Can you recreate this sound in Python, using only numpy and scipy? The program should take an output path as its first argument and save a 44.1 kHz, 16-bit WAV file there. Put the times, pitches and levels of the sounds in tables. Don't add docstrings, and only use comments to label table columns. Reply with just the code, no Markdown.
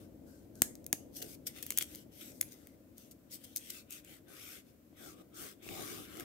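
import sys
import numpy as np
from scipy import signal
from scipy.fft import rfft, irfft, next_fast_len
from scipy.io import wavfile
from scipy.ndimage import uniform_filter1d, map_coordinates

SR = 44100
rng = np.random.default_rng(int(sys.argv[2]) if len(sys.argv) > 2 else 0)


def boost_factor(decibels):
    exponent = np.asarray(decibels, float) / 20
    return 10 ** exponent


def dump(signal):
    limited = np.clip(np.atleast_2d(signal).T, -1, 1)
    pcm = np.round(limited * 32767).astype(np.int16)
    wavfile.write(sys.argv[1], SR, pcm)


N = 275177


def unit(x):
    return x / np.sqrt(np.mean(x ** 2) + 1e-20)


def along(points, hz):
    f, v = np.transpose(points)
    return np.interp(np.log(hz + 1), np.log(f + 1), v)


def curves(rows):
    s, *columns = np.transpose(rows)
    t = np.arange(N) / SR
    return [np.interp(t, s, column) for column in columns]


def wobble(rate):
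    knots = rng.standard_normal(int(N * 400 / SR) + 4)
    return map_coordinates(knots, [np.arange(N) * min(rate, 400) / SR])


def filtered(x, response):
    m = next_fast_len(x.shape[-1] + 8192)
    spectrum = rfft(x, m) * response(np.fft.rfftfreq(m, 1 / SR))
    return irfft(spectrum, m)[..., :x.shape[-1]]


def noise(spectrum):
    return filtered(rng.standard_normal((2, N)), lambda hz: boost_factor(along(spectrum, hz)))


def resonance(hz, centre_hz, width_hz):
    return 1j * hz * width_hz / (centre_hz ** 2 - hz ** 2 + 1j * hz * width_hz)


def paired(two, alike, pan_db, lag_s):
    sides = np.array([[1], [-1]])
    turn = np.arccos(np.clip(alike, 0, 1)) / 2
    ports = np.cos(turn) * two[0] + sides * np.sin(turn) * two[1]
    ports = ports * boost_factor(sides * pan_db / 2)
    return filtered(ports, lambda hz: np.exp(-1j * np.pi * hz * lag_s * sides))


def patchy(x, patchy_db, shape):
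    hz, t, z = signal.stft(x, SR, nperseg=512)
    field = uniform_filter1d(rng.standard_normal(z.shape[1:]), size=5, axis=0)
    field = uniform_filter1d(field, size=14, axis=1)
    gain = boost_factor(patchy_db * unit(field)) * shape(hz[:, None], t)
    power = np.mean(np.abs(z) ** 2, axis=(0, 2))[:, None]
    gain = gain / np.sqrt((power * gain ** 2).sum(0) / power.sum())
    return unit(signal.istft(z * gain, SR, nperseg=512)[1][:, :N])


def even(burst):
    m = 2 * burst.shape[-1]
    z = rfft(burst, m)
    return irfft(z / uniform_filter1d(np.abs(z), size=80), m)[..., :m // 2]


# t/s, level/dB
RUMBLE_LEVEL = [(0, -55), (.36, -57), (.68, -54.5), (1.25, -56), (2.57, -58), (2.7, -60.5), (4.0, -61),
                (4.85, -63.5), (5.13, -59.5), (5.58, -63), (6.24, -55.5)]
# f/Hz, level/dB
RUMBLE_SPECTRUM = [(15, -53.5), (25, -28), (64, -3.5), (97, -3.5), (162, -5), (309, 2), (384, -10.5),
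                   (539, -8), (583, -9), (734, -18.5), (793, -22.5), (1000, -29), (1300, -70), (2200, -120)]
# f/Hz, coherence/1
RUMBLE_COHERENCE = [(60, 0.97), (300, 0.77), (900, 0.044)]
# f/Hz, level/dB
AIR_SPECTRUM = [(600, -39), (1000, 0.5), (1600, -1.5), (4000, -8), (8300, -6.5), (9600, -9), (13600, -1.5),
                (15700, -3), (16000, -39.5)]
AIR_DB = -73


def background():
    turn = lambda hz: np.arccos(np.clip(along(RUMBLE_COHERENCE, hz), -1, 1)) / 2
    split = lambda hz: boost_factor(along(RUMBLE_SPECTRUM, hz)) * [np.cos(turn(hz)), np.sin(turn(hz))]
    mid, side = filtered(rng.standard_normal((2, N)), split)
    level_db = curves(RUMBLE_LEVEL)[0] + 0.8 * wobble(12)
    rumble = unit(np.array([mid + side, mid - side])) * boost_factor(level_db)
    air = unit(noise(AIR_SPECTRUM)) * boost_factor(AIR_DB)
    return rumble * boost_factor([[2.1], [-2.1]]) + air * boost_factor([[1.1], [-1.1]])


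# delay t/s, level/dB
WALL_ECHOES = [(.0088, -24.5), (0.0171, -29)]
# f/Hz, t60/s
REVERBERATION = [(300, 1), (2000, 0.14), (8000, 0.3), (16000, 0.16)]


def room(x):
    out, step = np.zeros((2, N + SR)), SR // 4
    for start in range(0, N, step):
        hz, t, z = signal.stft(rng.standard_normal((2, SR // 2)), SR, nperseg=256)
        decay = boost_factor(-60 * t / along(REVERBERATION, hz)[:, None])
        tail = signal.istft(z * decay, SR, nperseg=256)[1][:, :SR // 2]
        tail = boost_factor(-18) * np.pad(tail, ((0, 0), (300, 0))) / np.linalg.norm(tail[0])
        for delay, db in WALL_ECHOES:
            echo = rng.standard_normal((2, 40)) / np.sqrt(40)
            tail[:, round(delay * SR):][:, :40] += boost_factor(db) * echo
        wet = signal.fftconvolve(x[None, start:start + step], tail, axes=1)
        out[:, start:start + wet.shape[1]] += wet[:, :N + SR - start]
    return out[:, :N]


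# t/s, level/dB
LOW_THUMPS = [(0.6198, -19.5), (0.932, -25.5), (4.929, -50.5), (5.666, -37.5)]


def thumps():
    out, t = np.zeros(N + SR), np.arange(SR // 8) / SR
    ring = np.sin(2 * np.pi * 300 * t) + 0.27 * np.sin(2 * np.pi * 640 * t)
    for s, db in LOW_THUMPS:
        out[round(s * SR):][:len(t)] += boost_factor(db - 60 * t / 0.012) * ring
    return filtered(out[:N], lambda hz: (1j * hz / (1j * hz + 90)) ** 2) * boost_factor([[1.8], [-1.8]])


# t/s, level/dB, strongest ring f/Hz, low share level/dB (23 dB is added in use)
CREASE_SNAPS = [(0.555, -49, 6250, -32), (0.6194, -9, 8230, -17), (0.7538, -41, 6070, -47),
                (0.843, -49.5, 6000, -38.5), (0.8644, -31, 11200, -25), (0.928, -14.5, 6740, -15.5),
                (1.2247, -29.5, 4470, -26), (1.6265, -29.5, 13600, -23), (1.665, -31, 14300, -18.5),
                (1.705, -21.5, 7900, -16), (1.7215, -33, 6240, -12), (1.7745, -18, 8000, -26),
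                (1.7855, -14.5, 12100, -41), (1.8098, -30, 3500, -1.5), (1.8248, -27, 8300, -18),
                (1.949, -38, 4800, -33), (1.957, -36, 14800, -33), (2.319, -48.5, 6500, -22),
                (2.409, -40, 5260, -28), (2.4118, -15.5, 11500, -21), (2.4275, -40, 8200, -6),
                (2.488, -50.5, 6500, -35), (2.671, -43, 15150, -13.5), (2.981, -42, 13400, -45),
                (3.5617, -22.5, 11100, -67.5), (3.701, -35, 11500, -13), (3.9073, -36.5, 13700, -34),
                (4.0474, -45.5, 8230, -24.5), (5.689, -35.5, 2600, 0), (6.171, -41, 1800, -34),
                (6.198, -34, 6930, -13), (6.2061, -35.5, 1580, -13.5)]
# f/Hz, width f/Hz, level/dB
STRIP_MODES = [(2149, 200, -8), (6670, 420, 1), (8300, 190, -1), (12000, 3200, -0.5)]
CRACK_S = 0.0013


def creases():
    out, t = np.zeros((2, N + 2048)), np.arange(2048) / SR
    for s, db, ring_hz, low_db in CREASE_SNAPS:
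        burst = rng.standard_normal((2, len(t))) * boost_factor(4.8 * rng.standard_normal(len(t)))
        burst *= (1 - np.exp(-t / .0001)) * (np.exp(-t / CRACK_S) + 0.73 * np.exp(-t / 0.00048))

        def response(hz):
            modes = sum(boost_factor(d) * resonance(hz, c, w) for c, w, d in STRIP_MODES)
            body = 0.24 + modes + 0.9 * resonance(hz, ring_hz, 0.18 * ring_hz)
            lows = 1 + (boost_factor(low_db + 23) - 1) / (1 + 1.4j * hz / 3300 - (hz / 3300) ** 2)
            return body * lows * (1j * hz / (1j * hz + 900)) ** 4

        crack = filtered(even(burst), response)
        crack = crack / np.linalg.norm(crack, axis=1, keepdims=True)
        ports = paired(crack, alike=0.63, pan_db=2.5, lag_s=-0.00002)
        out[:, round(s * SR):][:, :len(t)] += boost_factor(db) * np.sqrt(CRACK_S * SR / 2) * ports
    return out[:, :N]


# start t/s, length t/s, share of the length at which it is strongest/1,
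# bright hiss level/dB, low rasp level/dB
FINGER_STROKES = [(0, 0.069, 0.05, -66.5, -71.5), (0.264, 0.19, 0.069, -68.5, -75),
                  (0.547, 0.12, 0.13, -65.5, -72.5), (1.155, 0.2, 1, -54.5, -66),
                  (1.484, 0.03, 0.15, -58.5, -61), (1.565, 0.29, 0.49, -57.5, -64),
                  (1.863, 0.17, 0.42, -57, -64.5), (2.122, 0.21, 0.74, -55, -65),
                  (2.33, 0.081, 0.42, -62.5, -80), (2.45, 0.3, 0.1, -67, -72.5),
                  (2.967, 0.13, 0.12, -62, -72), (3.31, 0.06, .45, -47, -62.5),
                  (3.38, 0.28, 0.22, -64.5, -69), (3.599, 0.22, 0.72, -53, -58.5),
                  (3.901, 0.1, 0.23, -51.5, -58), (4.047, .14, .5, -59, -62),
                  (4.285, 0.32, 0.73, -53, -57.5), (4.65, 0.083, .4, -72, -77.5),
                  (4.97, 0.17, 0.58, -55.5, -59), (5.138, 0.086, 0.99, -68.5, -64.5),
                  (5.346, 0.18, .4, -49.5, -55.5), (5.63, 0.43, 0.53, -48.5, -52.5),
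                  (6.038, 0.2, 0.94, -56, -56)]
TOUCH_DB_PER_S, RASP_TOUCH_DB_PER_S = 1506, 514
LIFT_DB_PER_S = 702
ENDS_DB, RASP_ENDS_DB = -10.5, -8
SWELL = 2.2
FLUTTER_DB, FLUTTER_RASP_DB, FLUTTER_DB_PER_S = -46.5, -48.5, 163
# peak t/s, width t/s, bright hiss level/dB, low rasp level/dB
NAIL_SCRATCHES = [(1.17, 0.06, -44.5, -60), (1.222, 0.032, -44.5, -52), (1.472, 0.014, -31.5, -45.5),
                  (1.571, 0.082, -52.5, -54), (1.631, 0.02, -45.5, -53), (1.715, .03, -51, -54),
                  (1.783, 0.024, -58, -41.5), (1.817, 0.025, -35, -40.5), (2.216, 0.042, -50.5, -53.5),
                  (2.523, 0.034, -52, -65.5), (3.115, 0.016, -51, -69), (3.445, 0.019, -47.5, -59.5),
                  (3.569, 0.018, -35.5, -59), (3.705, 0.0098, -38.5, -55), (3.926, 0.017, -44, -58),
                  (6.203, .025, -72, -70)]
SCRATCH_DROP_DB, SCRATCH_FALL = 35.5, 1.92
# start t/s, length t/s, level/dB
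HOLD_SHIFTS = [(1.207, 0.071, -55.5), (5.013, 0.13, -61.5), (5.34, .18, -61), (5.679, 0.064, -48.5),
               (5.923, 0.091, -53.5)]
SHIFT_RISE_DB_PER_S, SHIFT_FADE_DB_PER_S = 600, 148


def contact():
    t = np.arange(0, N, 16) / SR
    smooth, rough, hold = np.full((2, len(t)), 1e-14), np.zeros((2, len(t))), np.zeros(len(t))

    def edges(s, length, rise, fade):
        return -rise * np.maximum(s - t, 0) - fade * np.maximum(t - s - length, 0)

    touch = np.c_[[TOUCH_DB_PER_S, RASP_TOUCH_DB_PER_S]]
    for s, length, share, *db in FINGER_STROKES:
        top = s + np.clip(share, .02, .98) * length
        away = np.where(t < top, (top - t) / (top - s), (t - top) / (s + length - top))
        swell_db = np.c_[[ENDS_DB, RASP_ENDS_DB]] * np.clip(away, 0, 1) ** SWELL
        smooth += boost_factor(np.c_[db] + swell_db + edges(s, length, touch, LIFT_DB_PER_S)) ** 2
    for s, db, *_ in CREASE_SNAPS:
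        flutter_db = db + np.c_[[FLUTTER_DB, FLUTTER_RASP_DB]] - FLUTTER_DB_PER_S * np.abs(t - s)
        smooth += (t > s) * boost_factor(flutter_db) ** 2
    for s, width, *db in NAIL_SCRATCHES:
        away = np.where(t < s, s - t, (t - s) / SCRATCH_FALL)
        rough += boost_factor(np.c_[db] - SCRATCH_DROP_DB / width * away) ** 2
    for s, length, db in HOLD_SHIFTS:
        hold += boost_factor(db + edges(s, length, SHIFT_RISE_DB_PER_S, SHIFT_FADE_DB_PER_S)) ** 2
    scratch_share = rough[0] / (smooth[0] + rough[0])
    return curves(np.transpose([t, *np.sqrt(smooth + rough), np.sqrt(hold), scratch_share]))


# f/Hz, level/dB
HISS_SPECTRUM = [(2500, -41), (3500, -8.5), (4200, -2), (5650, 1.5), (6540, 1), (7300, -2), (8400, 2.5),
                 (9600, -1.5), (13500, 3), (15700, -3.5), (16000, -52)]
# f/Hz, level/dB
RASP_SPECTRUM = [(700, -13.5), (950, -8.5), (1120, 2), (1550, 1), (1750, -3.5), (2100, 1.5), (2600, 0.5),
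                 (3600, 2), (4500, -16), (6000, -53)]
# f/Hz, level/dB
PALM_SPECTRUM = [(30, -19), (90, -4.5), (330, -1), (480, -7), (750, -6.5), (900, -21), (1200, -59.5)]
# t/s, resonance f/Hz, strength/1
FREE_SPAN = [(0, 1490, .6), (0.301, 1550, 5), (.6, 1540, 5), (1.15, 3330, .5), (1.3, 2240, 0.48),
             (1.449, 3130, 0.41), (1.6, 2480, 0.602), (1.82, 3300, .8), (1.9, 2850, .1), (2.2, 3260, 0.69),
             (2.4, 2020, .8), (2.7, 1970, 0.85), (3.3, 3230, 0.32), (3.65, 3260, .7), (3.8, 2490, .6),
             (4.1, 2530, 1), (4.2, 1644, 0.81), (4.29, 1540, 1.8), (4.35, 1450, 0.5), (4.4, 2200, 0.35),
             (4.6, 2730, 0.58), (4.94, 2480, .5), (4.99, 1720, 1.4), (5.12, 1180, 1), (5.24, 1200, 8),
             (5.35, 1306, 0.752), (5.5, 1450, 1), (5.6, 2386, 0.22), (5.67, 1085, 0.58), (6.24, 1280, 0.45)]
EDGE_HZ, EDGE_SHARE = 567, 0.28
RING_WIDTH = .09


def slide():
    hiss_gain, rasp_gain, hold_gain, scratch_share = contact()
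    grain = boost_factor((1.1 + 1.9 * scratch_share) * wobble(380) + 1.0 * wobble(49))
    grain = grain / np.sqrt(uniform_filter1d(grain ** 2, size=900))
    s, span_hz, strength = np.transpose(FREE_SPAN)
    ring_hz = lambda t: np.interp(t, s, span_hz)
    edge_hz = lambda t: EDGE_HZ + EDGE_SHARE * ring_hz(t)

    def colour(hz, t):
        peak = np.abs(resonance(hz, ring_hz(t), RING_WIDTH * ring_hz(t))) ** 2
        return (.5 + np.interp(t, s, strength) * peak) / (1 + (edge_hz(t) / (hz + 1)) ** 9)

    hiss = patchy(noise(HISS_SPECTRUM), patchy_db=2.5, shape=lambda hz, t: 1)
    rasp = patchy(noise(RASP_SPECTRUM), patchy_db=3.0, shape=colour)
    friction = grain * (hiss_gain * hiss + rasp_gain * rasp)
    near = paired(friction, alike=0.04, pan_db=5.0, lag_s=-0.00022)
    grip_db = -1.5 - 16 * np.log2(edge_hz(np.arange(N) / SR) / 1000)
    hollow = lambda hz, t: .5 + 1.5 * np.abs(resonance(hz, 350, 87)) ** 2
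    palm = patchy(noise(PALM_SPECTRUM), patchy_db=4.5, shape=hollow)
    rub = np.hypot(rasp_gain * boost_factor(grip_db), hold_gain) * boost_factor(3.0 * wobble(25)) * palm
    return near + paired(rub, alike=0.14, pan_db=2.5, lag_s=0)


def scene():
    paper = slide() + creases() + thumps()
    return paper + room(paper[0]) + background()


def low_pass(x):
    return signal.sosfilt(signal.butter(12, 17130, fs=SR, output="sos"), x)


def record(dry):
    mix = filtered(dry, lambda hz: 1 / (1 + (hz / 16800) ** 80))
    return low_pass(mix)


dry = scene()
out = record(dry)
dump(out)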